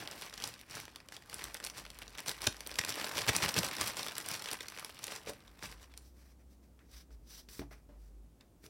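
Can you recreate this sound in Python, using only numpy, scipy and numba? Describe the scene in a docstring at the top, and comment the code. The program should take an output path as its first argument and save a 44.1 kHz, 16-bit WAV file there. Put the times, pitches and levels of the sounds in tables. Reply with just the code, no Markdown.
"""Pops, scrunches and rustles of a thin plastic bag under digging hands, then a cotton pad wiping a small
stone tile, with knocks on the table top; outside, a throbbing hum, a low drone and a faint falling whistle.
Creases, crackle and taps are noise bursts through resonances; wipes are shaped noise; the table is a sum of
decaying modes; hum, drone and whistle are sines. A small quiet room adds a short tail and a steady floor."""
import sys
import numpy as np
from scipy import signal
from scipy.fft import rfft, irfft
from scipy.io import wavfile
from scipy.ndimage import uniform_filter1d
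from numba import njit

SR = 44100
rng = np.random.default_rng(int(sys.argv[2]) if len(sys.argv) > 2 else 0)


def output_pcm(signal):
    """Save a mono or channel-first signal as 16-bit PCM at the path in sys.argv[1].

    Samples are clipped to [-1, 1] before scaling.
    """
    pcm = np.clip(np.atleast_2d(signal).T, -1, 1) * 32767
    wavfile.write(sys.argv[1], SR, np.round(pcm).astype(np.int16))


N = 383229

# Handling of the bag. Each row: time in seconds, rustle level in dB, bass in dB against it.
HANDLING = [(0.0, -51, -3), (0.35, -56.5, -10), (0.5, -58.5, -5), (0.67, -63.5, -11), (0.79, -62, -7),
            (1.13, -68, -1), (1.57, -54.5, -8), (1.94, -62.5, -4.5), (2.11, -60.5, -4), (2.34, -53.5, -7.5),
            (2.53, -57.5, -7.5), (2.73, -54, -4), (2.85, -48, -6), (3.49, -43, -5), (3.71, -44.5, -7),
            (4.08, -50.5, -8), (4.45, -48.5, -9.5), (4.75, -55.5, -11.5), (5.19, -56.5, -7),
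            (5.43, -67, -3), (5.78, -66.5, -2.5), (6.05, -77.5, -5)]
# Fistfuls of film crushed at once. Each row: centre in seconds, level in dB, bell length in seconds,
# thump in dB against the level.
SCRUNCHES = [(0, -50, 0.038, -4), (0.195, -55.5, 0.089, -22), (0.456, -47.5, 0.058, -13),
             (0.767, -47.5, 0.065, -11), (1.144, -53, 0.027, -15), (1.35, -51, 0.047, -15),
             (1.444, -50.5, 0.057, -12), (1.653, -48.5, .025, -18), (1.785, -47, 0.033, -10.5),
             (2.021, -52, 0.0087, -7), (2.193, -44.5, 0.011, -16), (2.295, -38, 0.025, -23),
             (2.445, -39, 0.022, -22), (2.472, -26.5, 0.0039, -8), (2.791, -25.5, 0.0031, -16),
             (2.896, -33.5, 0.012, -21), (2.994, -42.5, 0.033, -18), (3.182, -40.5, 0.043, -11),
             (3.28, -38, .006, -12), (3.29, -26.5, 0.0093, -7), (3.359, -35, 0.024, -14.5),
             (3.437, -32.5, 0.021, -7), (3.49, -32, 0.0065, -18), (3.581, -31.5, 0.016, -3.5),
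             (3.65, -38.5, 0.025, -9.5), (3.816, -36.5, 0.025, -10), (3.874, -38, 0.028, -24),
             (3.99, -42, 0.031, -27), (4.058, -49, 0.036, -22), (4.321, -42.5, 0.056, -26),
             (4.53, -50, 0.021, -21), (4.695, -67, 0.01, -9), (4.803, -53.5, 0.022, -27),
             (4.86, -55, 0.023, -26), (5.042, -51.5, 0.033, -24), (5.135, -47, 0.047, -23),
             (5.29, -44.5, 0.02, -30), (5.648, -43, 0.025, -13), (5.717, -52.5, 0.027, -16),
             (5.832, -56, 0.025, -23), (5.979, -59, .012, -22)]
# Colour of the film's crackle. Each row: frequency in Hz, gain in dB.
FILM_COLOUR = [(60, -14.5), (110, 0), (200, -6.5), (500, -5.5), (1100, -0.5), (2400, 3), (3300, 0.5),
               (5300, 3), (9000, 1.5), (15000, -2.5)]
# Louder creases that snap. Each row: start in seconds, ring peak in dB, ring pitch in Hz, tick peak in dB.
LOUD_POPS = [(0.0021, -38, 2150, -36), (0.0253, -48, 1210, -43), (0.0373, -43, 4890, -39),
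             (0.1118, -29.5, 5990, -41), (0.128, -36, 1440, -48), (0.2126, -35, 2910, -26),
             (0.2415, -39, 2540, -42), (0.2631, -36, 5640, -47), (0.2759, -47, 3210, -42),
             (0.2965, -38, 4030, -38), (0.3383, -31, 4350, -38), (0.3764, -32, 4390, -45),
             (0.4009, -31, 3400, -45), (0.4224, -26, 3340, -35), (0.439, -20, 5710, -38),
             (0.4743, -32.5, 5990, -28), (0.4885, -37, 2370, -29), (0.5389, -36, 3620, -39),
             (0.5915, -42, 4240, -48), (0.6125, -42, 3080, -37), (0.7091, -34, 5450, -42),
             (0.7523, -29, 5320, -40), (0.77, -30.5, 2040, -36), (0.8002, -32, 2840, -28),
             (0.8533, -34, 4180, -37), (0.8795, -35.5, 1260, -48), (0.9593, -31.5, 3600, -33),
             (1.002, -40.5, 2820, -58), (1.0862, -37, 3300, -33), (1.1219, -35, 1800, -37),
             (1.1653, -32, 3660, -37), (1.2971, -38, 3490, -33), (1.3288, -33, 2200, -42),
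             (1.3423, -31, 5990, -20), (1.392, -35, 2330, -36), (1.4128, -33, 1960, -42),
             (1.4202, -31, 2200, -35), (1.4404, -28.5, 4930, -20), (1.4527, -32, 1210, -36),
             (1.5438, -32, 2100, -22), (1.5741, -42, 3320, -38), (1.6404, -29.5, 5040, -26),
             (1.6486, -42, 2280, -20), (1.6639, -26.5, 3920, -29), (1.6707, -29, 2330, -25),
             (1.6988, -31, 5700, -46), (1.7807, -37, 3700, -32), (1.8515, -36, 2430, -46),
             (1.8639, -35, 2330, -54), (1.902, -35, 4180, -35), (1.9881, -36.5, 3700, -29),
             (2.019, -36, 2350, -42), (2.025, -35, 1960, -36), (2.0791, -33, 5430, -47),
             (2.1512, -36, 2390, -50), (2.1757, -35, 5940, -43), (2.1835, -28.5, 2390, -37),
             (2.1907, -32, 2300, -38), (2.2031, -34, 2200, -26), (2.2608, -33, 3620, -30),
             (2.2812, -19, 5860, -24), (2.2929, -23.5, 3730, -20), (2.314, -28, 4010, -29.5),
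             (2.3786, -41, 2090, -44), (2.4057, -38, 2090, -42.5), (2.4179, -29, 5150, -21),
             (2.4413, -32, 1960, -23.5), (2.4686, -13, 5430, -21.5), (2.5256, -34, 3340, -38),
             (2.5441, -37, 1210, -43), (2.5667, -37, 5450, -40), (2.6059, -27.5, 5400, -32),
             (2.6638, -32, 3700, -36), (2.6722, -32, 5430, -22), (2.6932, -34.5, 1960, -39),
             (2.7143, -28.5, 3880, -40), (2.741, -35, 3920, -36), (2.7559, -28, 3530, -29),
             (2.7867, -17, 2780, -23), (2.812, -26, 2760, -42), (2.8369, -27, 2090, -40.5),
             (2.8485, -23.5, 5470, -28), (2.892, -24, 5530, -31), (2.9226, -28, 3490, -33),
             (2.9409, -25, 3810, -42), (2.9882, -30, 1980, -33), (2.9978, -26.5, 1960, -30),
             (3.0135, -24, 2550, -34.5), (3.0273, -32, 2420, -40), (3.0428, -23, 4260, -37.5),
             (3.0649, -27, 2170, -32), (3.1218, -35, 5600, -39), (3.17, -26, 3780, -32.5),
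             (3.1877, -22, 3590, -27.5), (3.2168, -23, 4670, -29.5), (3.2905, -14, 1850, -24),
             (3.2972, -24, 2360, -27), (3.35, -24, 2390, -26), (3.3638, -20, 5360, -11.5),
             (3.4222, -24, 2430, -33), (3.4287, -19, 2430, -36), (3.4387, -19, 1870, -36),
             (3.4477, -22, 1550, -30), (3.4596, -22, 2200, -29), (3.4818, -25, 1420, -26),
             (3.4901, -17.5, 5620, -30), (3.5408, -21.5, 5230, -25), (3.5537, -32, 5300, -36),
             (3.5638, -19, 2020, -29), (3.5801, -15.5, 2240, -34), (3.5869, -14.5, 5500, -26),
             (3.6321, -16.5, 4000, -28), (3.6461, -25, 5450, -23), (3.6655, -29, 3830, -23),
             (3.6855, -27.5, 3830, -29), (3.7127, -30, 1830, -38), (3.7509, -34, 2000, -32),
             (3.7665, -24.5, 4820, -35), (3.7837, -29, 2370, -29), (3.8113, -15.5, 5770, -17),
             (3.8617, -36, 3960, -25), (3.874, -31, 2350, -20), (3.8802, -35, 1230, -20),
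             (3.8983, -30, 1870, -27), (3.9333, -38, 1310, -43), (3.9689, -26, 4690, -28),
             (3.9752, -27, 4930, -33), (3.9922, -27, 4480, -33), (4.0302, -24, 4590, -29),
             (4.0644, -31.5, 1290, -25), (4.0834, -27, 3490, -38), (4.1193, -35, 1210, -36),
             (4.152, -36, 5680, -37), (4.1813, -28.5, 2820, -15), (4.2248, -39, 5530, -36),
             (4.2611, -32, 4350, -25), (4.2868, -33, 3170, -19), (4.3135, -31, 4800, -23),
             (4.3412, -26, 4310, -35), (4.3503, -32, 2610, -30), (4.4411, -30, 4840, -42),
             (4.4581, -25, 3510, -40), (4.4861, -26, 2760, -27), (4.5138, -23.5, 5170, -22),
             (4.5317, -26, 2760, -17), (4.5428, -32, 1340, -30), (4.6065, -26.5, 2710, -36),
             (4.6287, -37, 5580, -40), (4.6681, -42, 4260, -54), (4.6831, -24.5, 5640, -29),
             (4.7, -39, 2650, -32), (4.721, -39, 1380, -41), (4.7634, -38, 1440, -36),
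             (4.7746, -31, 1550, -44), (4.7861, -35, 1510, -35), (4.7952, -35, 3360, -27),
             (4.8258, -36, 1270, -43), (4.8466, -30, 4930, -25), (4.8975, -39, 2820, -38),
             (4.9905, -37, 2710, -32), (5.0308, -37, 3120, -36), (5.0405, -25.5, 4650, -21),
             (5.0679, -35.5, 2890, -24), (5.0793, -29, 2730, -32), (5.1199, -30, 2650, -34),
             (5.1609, -28, 4740, -31), (5.261, -40, 2670, -44), (5.2954, -38, 4460, -29),
             (5.4045, -46, 4630, -57), (5.4776, -41.5, 3810, -56), (5.5918, -44, 1960, -50),
             (5.6256, -32, 1830, -52), (5.7243, -40, 2890, -49), (5.9386, -42, 2430, -53),
             (5.9754, -42, 4520, -29)]
# Throbs of a low hum. Each row: centre in seconds, half length in seconds, pitch in Hz, level in dB.
HUM_THROBS = [(0.183, 0.025, 49.3, -60), (0.352, 0.07, 48.3, -60), (1.472, 0.085, 52.5, -55),
              (1.696, 0.046, 51.2, -61), (1.881, 0.079, 50.3, -54.5), (2.052, .12, 49.4, -57),
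              (2.501, 0.17, 51.5, -55.5), (2.75, 0.049, 50.8, -56), (5.479, 0.055, 51.6, -57),
              (5.731, 0.082, 50.5, -54), (6.949, .04, 51.7, -54), (7.169, 0.074, 51.4, -51),
              (7.358, .05, 52.2, -53), (7.479, 0.056, 54.7, -54), (7.681, 0.094, 52.2, -51.5),
              (8.07, 0.22, 50.7, -50)]
# A drone that rises and falls, perhaps a far engine. Each row: time in seconds, pitch in Hz, level in dB.
DRONE_PATH = [(5.15, 53.7, -79), (5.5, 56.5, -64), (5.65, 60, -71), (5.9, 62.1, -58.5), (6.9, 62, -61),
              (7.35, 58.5, -62), (7.84, 57.7, -74), (8.26, 53.3, -62), (8.69, 46.7, -71)]
# Tile, bag and nails on the table top. Each row: start in seconds, blow in dB, contact in ms, tap peak in dB,
# tap pitch in Hz, tap decay in ms.
KNOCKS = [(5.272, -51, 0.43, -34.5, 577, 14), (5.292, -50, .9, -40, 564, 20),
          (5.637, -48, 2.4, -41, 604, 8.7), (6.791, -67, 0.5, -51, 1706, 4.4),
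          (6.915, -76, 0.55, -46, 9130, 1.5), (7.106, -65, 0.42, -56, 1480, 3.7),
          (7.487, -63, 0.34, -42.5, 2900, 3.5), (7.5931, -37, 1.56, -34.5, 2020, 2.8),
          (7.6152, -41.5, 1.36, -42.5, 710, 12), (7.711, -60, 0.56, -49, 685, 30),
          (7.889, -52, 2.6, -55, 595, 74), (8.409, -71.5, 0.52, -47, 2940, 2.4),
          (8.64, -57, 0.51, -46, 3950, 3), (8.663, -60, 0.54, -38.5, 4800, 2.5)]
# Modes of the table top. Each row: frequency in Hz, level in dB against the blow, 60 dB decay in seconds.
TABLE_MODES = [(76, -8.5, 0.16), (128, -14, 0.39), (199, -12, 0.32), (285, 0, 0.2), (355, -2, 0.094),
               (388, -6, 0.11), (430, -7, 0.15), (612, -9, 0.11), (1044, -33, 0.033), (1430, -25, .05)]
# A faint whistle, perhaps a bird outside. Each row: time in seconds, pitch in Hz, level in dB.
WHISTLE_PATH = [(5.912, 3600, -74), (5.93, 3380, -73), (5.96, 3200, -78), (5.99, 3050, -82)]
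# Fingers fold the pad and stroke it over the tile. Each row: start, rise, hold and fall in seconds,
# level in dB, scrape and treble in dB against the level.
WIPES = [(6.01, .01, 0.065, 0.079, -72.5, -11, 5), (6.14, 0.032, 0.15, 0.035, -74.5, -0.5, 3.5),
         (6.374, 0.026, .02, .02, -80, 5, 4), (6.477, 0.033, 0.026, .05, -74.5, -5.5, 3),
         (6.61, .02, 0.025, .05, -80, 1, 4), (6.799, 0.0023, 0.012, 0.06, -82, 13, 1),
         (6.855, 0.081, 0.076, 0.036, -60, -7, -1.5), (7.105, .01, 0.028, .03, -71, -6.5, -1.5),
         (7.248, 0.056, 0.094, 0.057, -56, -12.5, -1), (7.487, .003, 0.095, 0.012, -59.5, -7.5, 6),
         (7.59, 0.0028, 0.0044, 0.058, -56, -0.5, 2.5), (7.706, 0.005, .01, 0.094, -64, 5.5, 0),
         (7.96, 0.035, 0.089, 0.064, -80, -2, 6), (8.402, 0.0026, .005, .05, -76, 9, -8),
         (8.61, 0.034, 0.015, 0.044, -66.5, 3, 8.5)]
# Colour of the fibre hiss. Each row: frequency in Hz, density in dB per Hz.
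COTTON_COLOUR = [(2200, -14), (2900, -7), (4200, -2.5), (5300, -1), (6100, -0.5), (7000, -12.5)]
# Colour of the scrape. Each row: frequency in Hz, density in dB per Hz.
SCRAPE_COLOUR = [(650, -10), (1100, -2), (1600, 1), (1950, 0.5), (2400, 0), (2900, -10), (3600, -29)]
# Colour of the steady floor. Each row: frequency in Hz, density in dB per Hz.
AIR_COLOUR = [(24, -45), (36, -13), (48, -5.5), (60, -2.5), (90, -7.5), (160, -11), (280, -10.5),
              (400, -17.5), (600, -21), (1000, -28.5), (1800, -36), (4000, -39), (8000, -38), (16000, -41)]
# Colour of the room's tail. Each row: frequency in Hz, gain in dB.
ROOM_COLOUR = [(150, -20), (300, 0), (5000, -3.5), (10000, -1.5), (16000, -8)]
# Microphone response. Each row: frequency in Hz, gain in dB.
MIC_RESPONSE = [(25, -28), (42, -8), (60, 0), (4000, -1), (5600, -0.5), (6050, 1), (6300, -7.5), (7500, -4),
                (15000, -5.5)]

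RUSTLE_TREBLE_DB = -2.5  # against the rustle
PUSH_DB, PUSH_DB_PER_OCTAVE, PUSH_SCATTER_DB = -13, -2.5, 3.5  # against the ring; slope about 2500 Hz
SMALL_POPS_PER_S, SMALL_POP_DB, SMALL_POP_SPREAD_DB = 40., 10, 3.0  # least peak over the rustle, spread
SMALL_TICK_DB = -3  # against the small pop's ring
WIPE_EDGE_DB = -23  # change over one rise or fall time
AIR_DB = -64.5
ROOM_T60_S, ROOM_DB, ROOM_GAP_S = .2, -12.5, 0.0013
TOP_HZ = 15900


def undb(db):
    """Gain of a level in dB."""
    return 10 ** (np.asarray(db, float) / 20)


def curves(table):
    """Columns of a table after its times, one value a sample."""
    s, *columns = np.transpose(table)
    return [np.interp(np.arange(N) / SR, s, column) for column in columns]


def unit(x):
    """Scaled to rms 1."""
    return x / np.sqrt(np.mean(x ** 2))


def colour(x, points, size=2048):
    """Causal minimum-phase filter through (Hz, dB) points."""
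    hz, db = np.transpose(points)
    bin_hz = np.arange(size // 2 + 1) * SR / size
    log_gain = np.log(undb(np.interp(np.log(bin_hz + 1), np.log(hz), db)))
    # folding the cepstrum makes the filter minimum phase
    cepstrum = irfft(log_gain)
    cepstrum[1:size // 2] *= 2
    cepstrum[size // 2 + 1:] = 0
    return signal.fftconvolve(x, irfft(np.exp(rfft(cepstrum))))[:N]


def band(x, lo_hz, hi_hz):
    """Band-pass."""
    return signal.sosfilt(signal.butter(2, [lo_hz, hi_hz], "bandpass", fs=SR, output="sos"), x)


@njit
def snaps(noise, start, gain, hz, width, decay_s, rise_s):
    """Each snap is a burst of noise that rises and dies, through its own resonance, scaled to its peak."""
    out, y = np.zeros(len(noise)), np.empty(4096)
    for n in range(len(start)):
        g, k = np.tan(np.pi * hz[n] / SR), width[n]  # k is 1/Q
        fall, env, b, l, top = np.exp(-1 / (decay_s[n] * SR)), 1., 0., 0., 1e-9
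        i0 = start[n]
        length = min(int(7 * decay_s[n] * SR + 6 * SR / (hz[n] * k)), 4096, len(noise) - i0)
        for i in range(length):
            x = env * min((i + 1) / (rise_s * SR), 1.) * noise[i0 + i]
            # state-variable band-pass: v is the band, b and l its states
            v = (b + g * (x - l)) / (1 + g * (g + k))
            b, l, y[i] = 2 * v - b, l + 2 * g * v, v
            env *= fall
            top = max(top, abs(v))
        out[i0:i0 + length] += y[:length] * gain[n] / top
    return out


def crackle(per_s, spread_db, top_db, decay_s, hiss_db):
    """Countless small creases of all sizes and pitches over a fine hiss; rms 1."""
    when, pitch, size, keep = rng.random((int(N / SR * 2000), 4)).T
    kept = (keep < per_s / 2000) & (when * N / SR < HANDLING[-1][0])
    start = (when[kept] * (N - 1)).astype(np.int64)
    gain = undb(np.minimum(-spread_db * np.log(1 - size[kept]), top_db))
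    hz = 150 * (15000 / 150) ** (pitch[kept] ** .6)
    one = np.ones(len(hz))
    grains = snaps(rng.standard_normal(N), start, gain, hz, 0.85 * one, decay_s * one, 0.00035)
    hiss = colour(rng.standard_normal(N), [(60, 3.0), (16000, -10)])
    return unit(colour(unit(grains) + undb(hiss_db) * unit(hiss), FILM_COLOUR))


def bag():
    """Handling sets the level of the crackle; scrunches add dense bursts with a thump of air."""
    level_db, bass_db = curves(list(HANDLING) + [(HANDLING[-1][0] + 0.055, -120, 0)])
    fine = crackle(per_s=600., spread_db=2.3, top_db=7.1, decay_s=0.0033, hiss_db=-12.0)
    dense = crackle(per_s=1800., spread_db=1.0, top_db=5.1, decay_s=.0013, hiss_db=-3.9)
    low = unit(band(dense, 74, 1200))
    mid = unit(band(fine, 900, 8200))
    high = unit(band(fine, 6070, 19000))
    out = undb(level_db) * (mid + undb(bass_db) * low + undb(RUSTLE_TREBLE_DB) * high)
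    thump = unit(band(rng.standard_normal(N), 64, 190))
    t = np.arange(N) / SR
    for s, db, length_s, thump_db in SCRUNCHES:
        near = slice(max(int((s - .2) * SR), 0), int((s + .2) * SR))
        from_s = t[near] - s
        out[near] += undb(db) * np.exp(-(from_s / length_s) ** 2) * dense[near]
        # the squeezed air leaves a little later
        thump_bell = np.exp(-((from_s - .008) / (length_s + 0.0027)) ** 2)
        out[near] += undb(db + thump_db) * thump_bell * thump[near]
    return out


def air():
    """Steady floor: rumble of the room and hiss of the microphone."""
    return undb(AIR_DB) * unit(colour(rng.standard_normal(N), AIR_COLOUR, size=8192))


def small_pops(most_per_s=100):
    """Rows for the many faint creases between the loud ones; their size follows the handling."""
    s, pitch, size, tilt, keep = rng.random((int(most_per_s * N / SR), 5)).T
    s = s * N / SR
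    rustle_db = np.interp(s, *np.transpose(HANDLING)[:2])
    ring_db = rustle_db + SMALL_POP_DB - SMALL_POP_SPREAD_DB * np.log(1 - size)
    tick_db = ring_db + SMALL_TICK_DB + 16 * (tilt - .5)
    rows = np.transpose([s, ring_db, 1200 * 5 ** pitch, tick_db])
    return rows[(keep < SMALL_POPS_PER_S / most_per_s) & (s < HANDLING[-1][0])]


def pops(rise_s=0.00092):
    """A crease flips over: a ring of the facet, a push of air below it, a tick above it."""
    s, ring_db, ring_hz, tick_db = np.vstack([LOUD_POPS, small_pops()]).T
    decay_chance, tick_chance, push_chance = rng.standard_normal((len(s), 3)).T
    # low rings push more air
    push_db = ring_db + PUSH_DB + PUSH_DB_PER_OCTAVE * np.log2(ring_hz / 2500)
    push_db += PUSH_SCATTER_DB * push_chance
    start, one = (s * SR).astype(np.int64), np.ones(len(s))
    noise = rng.standard_normal((3, N))
    ring_decay_s = 0.0015 * np.exp(0.51 * decay_chance)
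    ring = snaps(noise[0], start, undb(ring_db), ring_hz, 0.83 * one, ring_decay_s, rise_s)
    push = snaps(noise[1], start, undb(push_db), 570.0 * one, 1.4 * one, 0.0037 * one, 2 * rise_s)
    tick_hz = 9540.0 * np.exp(0.047 * tick_chance)
    # the tick starts 18 samples later
    tick = snaps(noise[2], start + 18, undb(tick_db), tick_hz, 0.69 * one, .0007 * one, 0.041 * rise_s)
    return ring + push + tick


def hum():
    """Each throb is a low sine that swells and fades as a flat-topped bell."""
    t = np.arange(N) / SR
    out = np.zeros(N)
    for s, half_s, hz, db in HUM_THROBS:
        bell = np.exp(-((t - s) / half_s) ** 4)
        out += np.sqrt(2) * undb(db) * bell * np.sin(2 * np.pi * hz * (t - s))
    return out


def glide(path, fade_s):
    """A sine on a pitch curve, fading in before the path and out after it."""
    hz, db = curves(path)
    t = np.arange(N) / SR
    ends = np.clip(1 + np.minimum(t - path[0][0], path[-1][0] - t) / fade_s, 0, 1)
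    return np.sqrt(2) * ends * undb(db) * np.sin(2 * np.pi * np.cumsum(hz) / SR)


def drone():
    """A single low sine wanders in pitch and level."""
    return glide(DRONE_PATH, fade_s=.05)


def knocks():
    """A half-sine push rings the table, duller for a longer contact; the contact itself adds a dry tap."""
    s, _, _, tap_db, tap_hz, tap_ms = np.transpose(KNOCKS)
    # low taps ring in a narrower band than high ones
    width = np.clip(tap_hz / 2500, .35, 1.2)
    start = (s * SR).astype(np.int64)
    out = snaps(rng.standard_normal(N), start, undb(tap_db), tap_hz, width, tap_ms / 1000, 0.000091)
    t = np.arange(SR // 3) / SR
    hz, db, t60_s = np.transpose(TABLE_MODES)[:, :, None]
    for s, blow_db, contact_ms, *_ in KNOCKS:
        # each blow excites the modes a little differently
        share = undb(db + 1.9 * rng.standard_normal(hz.shape))
        modes = share * np.exp(-np.log(1000) * t / t60_s) * np.sin(2 * np.pi * hz * t)
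        ring = np.sum(modes, axis=0)
        push = np.sin(np.pi * np.clip(t[:200] * 1000 / contact_ms, 0, 1))
        i0 = int(s * SR)
        hit = np.convolve(ring, push / push.sum())[:N - i0]
        out[i0:i0 + len(hit)] += undb(blow_db) * hit
    return out


def whistle():
    """A single high sine slides down in pitch."""
    return glide(WHISTLE_PATH, fade_s=0.007)


def pad():
    """Cotton fibres hiss over the stone, smooth, with a slight flutter; a duller scrape lies under it."""
    flutter_db = 1.4 * unit(uniform_filter1d(rng.standard_normal(N), 400))
    fibres = unit(colour(rng.standard_normal(N), COTTON_COLOUR))
    scrape = unit(colour(rng.standard_normal(N), SCRAPE_COLOUR))
    treble = unit(band(rng.standard_normal(N), 4900, 16600))
    out, t = np.zeros(N), np.arange(N) / SR
    for s, rise_s, hold_s, fall_s, db, scrape_db, treble_db in WIPES:
        # 0 while held, -1 one rise before or one fall after; cut at -1.5
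        rising = np.minimum(t - s - rise_s, 0) / rise_s
        falling = np.minimum(s + rise_s + hold_s - t, 0) / fall_s
        press = np.minimum(rising, falling)
        touch = (press > -1.5) * undb(db - WIPE_EDGE_DB * press)
        out += touch * (fibres + undb(scrape_db) * scrape + undb(treble_db) * treble)
    return out * undb(flutter_db)


def room(x):
    """Table top and near walls send back a short tail."""
    t = np.arange(int(.3 * SR)) / SR
    tail = colour(rng.standard_normal(N), ROOM_COLOUR)[:len(t)]
    tail = tail * np.exp(-np.log(1000) * t / ROOM_T60_S) * (t > ROOM_GAP_S)
    return x + undb(ROOM_DB) * signal.fftconvolve(x, tail / np.sqrt(np.sum(tail ** 2)))[:N]


def scene():
    """Bag and knocks in the room; the pad and the far sounds without its tail."""
    far = hum() + drone() + whistle()
    return (room(bag() + pops() + knocks()) + pad() + far)[None]


def record(dry):
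    """The microphone port steps down above 6 kHz; the steady floor joins; the top is cut."""
    heard = colour(dry[0], MIC_RESPONSE, size=8192) + air()
    top_cut = signal.ellip(8, .2, 70, TOP_HZ, fs=SR, output="sos")
    return signal.sosfilt(top_cut, heard)[None]


dry = scene()
out = record(dry)
output_pcm(out)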